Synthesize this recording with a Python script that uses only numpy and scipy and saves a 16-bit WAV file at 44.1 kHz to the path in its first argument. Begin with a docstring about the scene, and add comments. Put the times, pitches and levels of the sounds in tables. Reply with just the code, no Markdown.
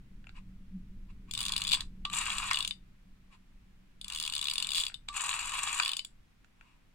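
"""In a small quiet room, a bare rotary telephone dial held close to the microphone dials two digits.
Winding drags a pawl over its ratchet; let go, the wheel spins home against a whirring friction governor,
knocks on its stop, and the gear train coasts on with slowing ratchet clicks. Hands tick and rub on the dial.
Blows and random slips ring filters for the wheel, case and pawl; coloured noise makes the room tone."""
import sys
import numpy as np
from scipy import signal
from scipy.fft import rfft, irfft
from scipy.io import wavfile

SR = 44100
rng = np.random.default_rng(int(sys.argv[2]) if len(sys.argv) > 2 else 0)


def to_wav(sig):
    """Store sig (one row per channel, or 1-D mono) as 16-bit WAV at the path in sys.argv[1].

    Samples outside -1..1 are clipped; the rate is SR.
    """
    pcm = np.clip(np.atleast_2d(sig), -1, 1) * 32767
    pcm = np.round(pcm).astype(np.int16)
    wavfile.write(sys.argv[1], SR, pcm.T)  # frames by channels


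N = 306054
SIZE = 2048  # samples in the sound of one contact

# resonances of the dial's wheel and case: pitch_hz, width_hz, left_lift_db, right_lift_db
CASE_MODES = [(782.6, 140, 1, 8.5), (1070, 260, 14.5, 15.5), (1510, 130, -3, 3.5), (1660, 450, -4.5, 1),
              (2187, 220, 3.5, -8.5), (2870, 240, 10, 5), (3090, 200, -8, -6), (4590, 130, 6, -2.5),
              (6265, 780, -4, 2.5), (7660, 890, 9, 4), (9200, 700, 3.5, 8)]
# force spectrum of clicking small parts and of the wheel let go: pitch_hz, level_db
CLICK_FORCE = [(200, -42), (700, -17), (1500, -5.5), (2600, -1.5), (3500, 8), (5000, -9.5), (8000, -8.5),
               (11000, -23.5), (16000, -42)]
# force spectrum of rubbing parts: pitch_hz, level_db
RUBBING_FORCE = [(150, -45.5), (450, -28), (800, -9.5), (1400, 1), (2600, 4.5), (3600, 3), (5200, -6.5),
                 (8000, -19.5), (11000, -31), (16000, -36)]


def amp(db):
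    """Decibels to gain."""
    return 10 ** (np.asarray(db) / 20)


def colour(points, size):
    """A (Hz, dB) curve, drawn over log frequency, at the frequencies of a transform."""
    hz, db = np.transpose(points)
    return np.interp(np.log(np.fft.rfftfreq(size, 1 / SR) + 1), np.log(hz), db)


def unit(x):
    """Scale to rms 1."""
    return x / np.sqrt(np.mean(x ** 2))


def noise(points):
    """Noise of a given colour, rms 1."""
    spectrum = rfft(rng.standard_normal(N)) * amp(colour(points, N))
    return unit(irfft(spectrum, N))


def walk(rate):
    """Random wander with a spread near 1: straight lines between this many random points per second."""
    return np.interp(np.arange(N) / SR * rate, np.arange(N // 100), rng.standard_normal(N // 100))


def hump(t, middle_s, width_s):
    """A smooth rise and fall, 1 at its middle."""
    return np.exp(-((t - middle_s) / width_s) ** 2)


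def motion(t, start_s, stop_s, rise_s, fall_s):
    """Loudness of a part that speeds up, runs steadily and, from stop_s, coasts to a halt."""
    rise = np.clip((t - start_s) / rise_s, 0, 1)
    fall = np.clip(1 - (t - stop_s) / fall_s, 0, 1)
    return (rise * fall) ** 2


def add(out, s, sound):
    """Mix a short sound in at time s."""
    i = int(s * SR)
    out[:, i:i + sound.shape[-1]] += sound[..., :N - i]


def convolve(x, response):
    """Pass a signal through a two-channel response."""
    return signal.fftconvolve(np.atleast_2d(x), response, axes=1)[:, :N]


def room_tone():
    """A wavering low rumble and a fading drone, each alike at both ports, under faint, mostly separate hiss."""
    t = np.arange(N) / SR
    # spectra of the rumble and of the hiss: pitch_hz, level_db_per_hz
    rumble_colour = [(12, -1), (25, 4.5), (40, -6.5), (60, -8), (80, -19.5), (105, -13), (150, -16.5),
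                     (220, -20.5), (300, -28.5), (450, -39.5), (900, -68)]
    hiss_colour = [(30, -11.5), (130, 3), (250, 3), (400, -7.5), (600, -10.5), (1100, -9.5), (2400, -9.5),
                   (5000, -19), (10000, -25), (16000, -29.5)]
    # level of the rumble before it wavers: time_s, level_db
    rumble_level = [(0, -51), (1.6, -44.5), (2.4, -47.5), (3.3, -59.5), (4.6, -55), (5.55, -54.5), (6, -60),
                    (6.94, -64)]
    waver_db = 1.2 * walk(14)
    rumble = noise(rumble_colour) * amp(np.interp(t, *np.transpose(rumble_level)) + waver_db)
    # the drone holds, then dies away; early on it swells once
    hold_s, fade_db_per_s = 1.68, 5.5
    swell_at_s, swell_width_s, swell_db = .775, .045, 16.5
    drone_db = -58.5 - fade_db_per_s * np.maximum(t - hold_s, 0)
    drone_db = drone_db + swell_db * hump(t, swell_at_s, swell_width_s)
    drone_colour = [(150, -57), (176, -22.0), (188, 0.5), (200, -11.0), (240, -31.5), (500, -85.5)]
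    drone = noise(drone_colour) * amp(drone_db)
    shared_hiss = noise(hiss_colour) * amp(-85.5)
    separate_hiss = np.array([noise(hiss_colour), noise(hiss_colour)]) * amp(-69.5)
    return rumble + drone + shared_hiss + separate_hiss


def reflections(x, db, t60, delay_s, tone):
    """Diffuse echoes as decaying coloured noise, unrelated at the two ports."""
    t = np.arange(SR // 2) / SR
    tail = irfft(rfft(rng.standard_normal((2, len(t)))) * amp(colour(tone, len(t))), len(t))
    # silent until delay_s, full at twice that
    tail = tail * amp(-60 * t / t60) * np.clip(t / delay_s - 1, 0, 1)
    return amp(db) * convolve(x, unit(tail) / np.sqrt(len(t)))


def around_recorder(x, bends=((4900, 3.5), (8400, 5))):
    """Treble bends round the recorder and reaches the right port out of step: all-passes (Hz, Q)."""
    right = x[1]
    for hz, q in bends:
        _, poles = signal.iirpeak(hz, q, fs=SR)
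        right = signal.lfilter(poles[::-1], poles, right)
    return np.array([x[0], right])


def body(force, modes, shadow):
    """Causal, minimum-phase response of the dial to one contact, at both ports; mean energy 1."""
    # the right port faces away and loses treble, by a share that each contact sets: pitch_hz, level_db
    port_shadow = [(1000, -1.5), (2000, 0.5), (2800, -2), (4200, -1), (6000, -11), (8000, -7.5),
                   (10000, 1.5)]
    f = np.fft.rfftfreq(SIZE, 1 / SR)
    db = colour(force, SIZE) + np.outer([0, shadow], colour(port_shadow, SIZE))
    for hz, width, left_db, right_db in modes:
        db = db + np.outer([left_db, right_db], 1 / (1 + (2 * (f - hz) / width) ** 2))
    cepstrum = irfft(np.log(amp(db)))[:, :SIZE // 2]
    response = irfft(np.exp(2 * rfft(cepstrum, SIZE)))
    return unit(response) / np.sqrt(SIZE)


def shifted(modes, share):
    """The same resonances, all moved by a share of their frequency."""
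    return np.array(modes) * [1 + share, 1, 1, 1]


def strikes(table, force_db, modes, shadow, chatter_s, scrape, detune, count, vary_db=0.0, pressed=0.017):
    """Each blow is a few quick bounces that grow and fade, with scraping; levels are rms over 5 ms."""
    out, t = np.zeros((2, N)), np.arange(SIZE) / SR / chatter_s
    treble = colour([(4500, 0), (6500, 1)], SIZE)
    window = .005 * SR
    for s, db, bright_db in table:
        # every blow lands a little differently and shifts and may reweight the resonances
        seated = shifted(modes, detune * rng.standard_normal())
        seated[:, 2:] += vary_db * rng.standard_normal((len(modes), 2))
        # a bright, scraping blow stays pressed on and rings less
        seated[:, 2:] *= 1 - pressed * bright_db
        # part of the scraping is common to both ports, part is separate
        grain = rng.standard_normal((3, SIZE))
        force = scrape * (grain[0] + 1.2 * grain[1:]) * t * np.exp(-2 * t ** 2)
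        bounces = (np.arange(count) + rng.random(count)) / count
        bounce_at = (bounces * chatter_s * SR).astype(int)
        force[:, bounce_at] += rng.choice([-1, 1], count) * np.sin(np.pi * bounces)
        sound = irfft(rfft(force) * rfft(body(force_db, seated, shadow)) * amp(bright_db * treble))
        add(out, s, unit(sound) * np.sqrt(window / SIZE) * amp(db))
    return out


def friction(response, rate, spread_db, apart):
    """Tiny slips of random size, rate per second, ring the dial; a share reaches each port separately."""
    slips = (rng.random((3, N)) < rate / SR) * rng.choice([-1, 1], (3, N))
    slips = slips * amp(spread_db * np.clip(rng.standard_normal((3, N)), -2, 2))
    return unit(convolve(slips[0] + apart * slips[1:], response))


def roaming(force_db, shadow, rate, spread_db, apart, detune, swell_db, count):
    """Friction at several spots, each with its own pitch of ring, that take over from one another."""
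    spots = []
    for share in np.linspace(-detune, detune, count):
        response = body(force_db, shifted(CASE_MODES, share), shadow)
        spots.append(friction(response, rate, spread_db, apart))
    weights = np.array([amp(swell_db * walk(60)) for _ in spots])
    weights /= np.sqrt(np.sum(weights ** 2, axis=0))
    return sum(w * spot for w, spot in zip(weights, spots))


def fingers():
    """Short dull slides of a fingertip on the plastic: many tiny slips of skin ring the case."""
    # each slide: middle_s, length_s, level_db
    slides = [(0.373, 0.04, -56.5), (1.104, 0.026, -64), (1.295, .03, -62.5), (3.337, 0.045, -60),
              (6.677, 0.18, -70)]
    t = np.arange(N) / SR
    touch = sum(amp(db) * hump(t, s, length / 2) for s, length, db in slides)
    skin = [(300, -3), (650, -25), (930, -3.5), (1250, -6.5), (2500, 2.5), (4500, -9.5), (9000, -19.5),
            (16000, -60)]
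    return touch * friction(body(skin, CASE_MODES, shadow=0.95), rate=9000, spread_db=3.0, apart=1.0)


def hand_ticks():
    """The case ticks in the hand: very short contacts ring it faintly."""
    # each tick: start_s, level_db, brightness_db
    ticks = [(.2425, -58.5, -12), (.2695, -50, -5), (.2925, -51, -9), (4.899, -47, -8.5), (4.919, -53, -20),
             (6.4455, -59.5, 5), (6.6105, -53, 1)]
    # force spectrum: pitch_hz, level_db
    tick_force = [(200, -38), (800, -11), (1100, -31), (1400, 8.5), (2400, 1.5), (4000, -8), (7000, -20),
                  (16000, -43)]
    return strikes(ticks, tick_force, CASE_MODES, shadow=0.17, chatter_s=0.00081, scrape=0.88,
                   detune=0.053, count=2)


def gears():
    """The gear train rubs softly while the wheel is wound."""
    # each run: start_s, stop_s, level_db
    gear_runs = [(1.314, 1.805, -49.5), (4.02, 4.864, -52.5)]
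    rise_s, fall_s = 0.077, 0.057
    t = np.arange(N) / SR
    rub = friction(body(RUBBING_FORCE, CASE_MODES, shadow=.8), rate=840, spread_db=8.5, apart=0.47)
    return rub * sum(amp(db) * motion(t, start_s, stop_s, rise_s, fall_s) for start_s, stop_s, db in gear_runs)


def spring(hz=1168, beat_hz=11, t60=0.5):
    """The return spring sings briefly in two close modes as it takes up the load."""
    out, t = np.zeros((2, N)), np.arange(SR // 2) / SR
    ring = np.sin(2 * np.pi * hz * t) + 0.26 * np.sin(2 * np.pi * (hz - beat_hz) * t)
    for s, db, rise_s in [(2.052, -40.5, 0.0079), (5.092, -42.5, 0.0065)]:
        add(out, s, ring * amp(db - 60 * t / t60) * (1 - np.exp(-t / rise_s)))
    return out


def small_part_clicks():
    """Small parts of the dial click at uneven moments during the return and ring the case."""
    # each click: start_s, level_db, brightness_db
    part_clicks = [(2.099, -40, 1), (2.1355, -32.5, 2), (2.3015, -30.5, -3), (2.382, -31, 7),
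                   (5.164, -38, 16), (5.292, -31, 6), (5.312, -32, -18), (5.3285, -34, -8),
                   (5.673, -32.5, -5.5)]
    return strikes(part_clicks, CLICK_FORCE, CASE_MODES, shadow=1.3, chatter_s=0.0025, scrape=0.22,
                   detune=0.051, count=3)


def finger_releases():
    """The finger lets the wheel go with a scraping click that rings the case."""
    # each release: start_s, level_db, brightness_db
    releases = [(2.0503, -28.5, -8.5), (5.0815, -52.5, -5.5), (5.0848, -34, -2)]
    return strikes(releases, CLICK_FORCE, CASE_MODES, shadow=0.96, chatter_s=.0042, scrape=0.89,
                   detune=0.012, count=4)


def wheel_stops():
    """The wheel knocks at an end of its travel and rings the case."""
    # each knock: start_s, level_db, brightness_db
    knocks = [(1.7399, -34.5, 4.5), (2.5113, -22.5, -1.5), (5.7988, -22.5, -3.5)]
    # force spectrum: pitch_hz, level_db
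    knock_force = [(200, -38.5), (500, -27), (800, -12), (1080, -4.5), (1400, 4), (2100, 6.5), (2900, -4.5),
                   (5500, -6.5), (8000, -21), (11000, -30.5), (16000, -33.5)]
    return strikes(knocks, knock_force, CASE_MODES, shadow=0.36, chatter_s=.002, scrape=1.1,
                   detune=0.011, count=3)


def governor():
    """Flyweights rub inside their cup, harder once a turn, and catch on grit in short spurts."""
    # the wheel spins home: governor_start_s, wheel_stop_s, rubbing_db, grit_db, extra_grit_at_first_db
    spins = [(2.083, 2.511, -38.5, -44.5, 8), (5.108, 5.805, -39, -43, 1)]
    # force spectrum of the grit: pitch_hz, level_db
    grit_force = [(500, -27), (3000, -25), (5200, -1), (7000, 8.5), (8500, 6.5), (9800, -3.5),
                  (11000, -12.5), (14000, -15), (16000, -38)]
    turns_per_s = 21  # on average; the wobble below sways it
    spin_up_s, run_down_s, grit_run_down_s = 0.061, 0.24, 0.057
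    # the flyweights first overshoot and bite harder: time after the start, and half width
    surge_at_s, surge_width_s = .102, .06
    t = np.arange(N) / SR
    spurts, wobble = walk(260), 0.059 * walk(12)  # wobble in turns
    rub = roaming(RUBBING_FORCE, shadow=0.94, rate=1200, spread_db=-1.0, apart=0.5,
                  detune=0.026, swell_db=8, count=3)
    grit = roaming(grit_force, shadow=0.91, rate=300, spread_db=12.5, apart=1.0,
                   detune=0.048, swell_db=3.5, count=3)
    grit = unit(grit * amp(2.4 * spurts))
    # the wheel's low ring and its rasp swell separately
    low = signal.sosfiltfilt(signal.butter(2, 1700, fs=SR, output="sos"), rub)
    ring = low * amp(1.2 * walk(79))
    rasp = (rub - low) * amp(1.2 * walk(90))
    out = 0
    for start_s, stop_s, rub_db, grit_db, surge_db in spins:
        turn = np.cos(2 * np.pi * (turns_per_s * (t - start_s - surge_at_s) + wobble))
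        surge = surge_db * hump(t, start_s + surge_at_s, surge_width_s)
        rubbing = unit((ring + rasp * amp(1.4 * turn + 0.33 * surge)) * amp(2.4 * spurts))
        out = out + rubbing * amp(rub_db) * motion(t, start_s, stop_s, spin_up_s, run_down_s)
        grit_gain = amp(grit_db + surge + 2.8 * turn)
        out = out + grit * grit_gain * motion(t, start_s, stop_s, spin_up_s, grit_run_down_s)
    return out


def tooth_marks(first, last, drop_share):
    """Places along the ratchet, in teeth, where the pawl lifts (whole numbers) or drops."""
    marks = np.add.outer(np.arange(int(last) + 1), [0, drop_share]).ravel()
    slack = 1e-6
    return marks[(marks > first - slack) & (marks < last + slack)]


def pawl_clicks(times, marks, lift_db, drop_db):
    """Rows (s, level dB, brightness dB): bright lifts and dull drops alternate, and harder clicks are duller."""
    lift_bright_db, drop_bright_db = 3, -1.46
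    level_scatter_db, bright_scatter_db = -1.8, -1.8
    dulling, dull_above_db = 0.68, -35  # dB of brightness lost for each dB that a click is harder than this
    drops = marks % 1 > 0
    chance = rng.standard_normal((len(marks), 2))
    db = np.where(drops, drop_db, lift_db) + level_scatter_db * chance[:, 0]
    bright_db = np.where(drops, drop_bright_db, lift_bright_db)
    bright_db = bright_db - dulling * np.maximum(db - dull_above_db, 0)
    bright_db = bright_db + bright_scatter_db * chance[:, 1]
    return np.column_stack([times, db, bright_db])


def winding_clicks():
    """While the finger winds the wheel, the pawl clicks at the finger's pace and force."""
    # how far the finger has wound the wheel, a list for each digit: time_s, teeth_passed
    wind_travel = [
        [(1.3105, .35), (1.389, 2.35), (1.452, 5), (1.492, 6.35), (1.606, 9), (1.669, 11), (1.7173, 13.35),
         (1.757, 16), (1.8057, 16.35)],
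        [(4.0123, 0), (4.0805, 1), (4.122, 2), (4.276, 8), (4.323, 9), (4.391, 11.46), (4.413, 12),
         (4.511, 15.46), (4.6894, 19.46), (4.746, 21.46), (4.8217, 28), (4.881, 30), (4.9416, 30.46)],
    ]
    # how hard the pawl strikes before scatter, a list for each digit: time_s, lift_db, drop_db
    wind_force = [
        [(1.31, -37, -33.5), (1.42, -31.5, -33), (1.55, -33, -31), (1.61, -36, -28), (1.68, -31.5, -32.5),
         (1.735, -22.5, -22), (1.76, -39, -33.5), (1.81, -35, -32.5)],
        [(4.01, -40, -38.5), (4.25, -34, -34.5), (4.32, -32.5, -32.5), (4.46, -33, -30), (4.65, -31.5, -29.5),
         (4.8, -31.5, -31), (4.865, -42, -29), (4.94, -23, -34.5)],
    ]
    # share of a tooth between the pawl's lift and its drop, one for each winding: drop_share_teeth
    wind_drop_share = [.35, .46]
    clicks = []
    for travel, force, drop_share in zip(wind_travel, wind_force, wind_drop_share):
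        s, teeth = np.transpose(travel)
        marks = tooth_marks(teeth[0], teeth[-1], drop_share)
        times = np.interp(marks, teeth, s)
        at_s, lift_db, drop_db = np.transpose(force)
        lifts, drops = np.interp(times, at_s, lift_db), np.interp(times, at_s, drop_db)
        clicks.append(pawl_clicks(times, marks, lifts, drops))
    return clicks


def coasting_clicks():
    """After the stop the gear train runs on; its speed decays and the clicks slow, weaken and dull."""
    # each coast: first_click_s, speed_teeth_per_s, slowing_time_s, drop_share_teeth, teeth_passed
    coasts = [(2.5313, 42.65, .1544, .486, 4.6), (5.8235, 44.13, .1434, .373, 5.1)]
    stall_teeth_per_s = 13.5  # near and below this speed the clicks weaken
    stall_dulling = 0.28  # dB of brightness lost per dB weakened
    clicks = []
    for start_s, first_speed, slowing_s, drop_share, teeth in coasts:
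        marks = tooth_marks(0, teeth, drop_share)
        speed = first_speed - marks / slowing_s
        times = start_s + slowing_s * np.log(first_speed / speed)
        rows = pawl_clicks(times, marks, lift_db=-30.5, drop_db=-27.5)
        stall_db = 20 * np.log10(np.tanh((speed / stall_teeth_per_s) ** 2))
        rows[:, 1] += stall_db
        rows[:, 2] += stall_dulling * stall_db
        clicks.append(rows)
    return clicks


def ratchet():
    """The pawl lifts and drops over each tooth; every click rings the steel pawl and the case."""
    # resonances of the steel pawl: pitch_hz, width_hz, left_lift_db, right_lift_db
    pawl_modes = [(2961, 110, 11.3, 7.5), (3500, 450, 13.4, 9.3), (4660, 550, 3, 0.67),
                  (14800, 600, 8, 8.1)]
    # force spectrum of the pawl: pitch_hz, level_db
    pawl_force = [(200, -39.5), (600, -29.5), (1050, -23.5), (1600, -13.5), (2500, -3), (4100, 3.5),
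                  (5000, 1), (5600, -6), (7000, -3), (9700, -6), (11200, -19.5), (16000, -22.5)]
    clicks = np.vstack(winding_clicks() + coasting_clicks())
    return strikes(clicks, pawl_force, CASE_MODES + pawl_modes, shadow=0.64, chatter_s=0.0028, scrape=0.58,
                   detune=0.017, count=6)


def scene():
    """The dial, its echoes from the desk and the walls, and the room tone."""
    dial = fingers() + hand_ticks() + gears() + spring() + small_part_clicks()
    dial = dial + finger_releases() + wheel_stops() + governor() + ratchet()
    dial = around_recorder(dial)
    desk = reflections(dial, db=-3.0, t60=.018, delay_s=0.00031,
                       tone=[(500, -6.5), (2500, -2.5), (5000, -1.5), (14000, 2)])
    walls = reflections(dial, db=-9.5, t60=0.15, delay_s=0.002,
                        tone=[(500, 2), (3000, -3.5), (8000, 3.5), (15000, -6.5)])
    return room_tone() + walls + desk + dial


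def record(dry):
    """The recorder cuts the top with a steep low-pass."""
    top_hz = 15900
    return signal.sosfilt(signal.ellip(10, .2, 70, top_hz, fs=SR, output="sos"), dry)


dry = scene()
out = record(dry)
to_wav(out)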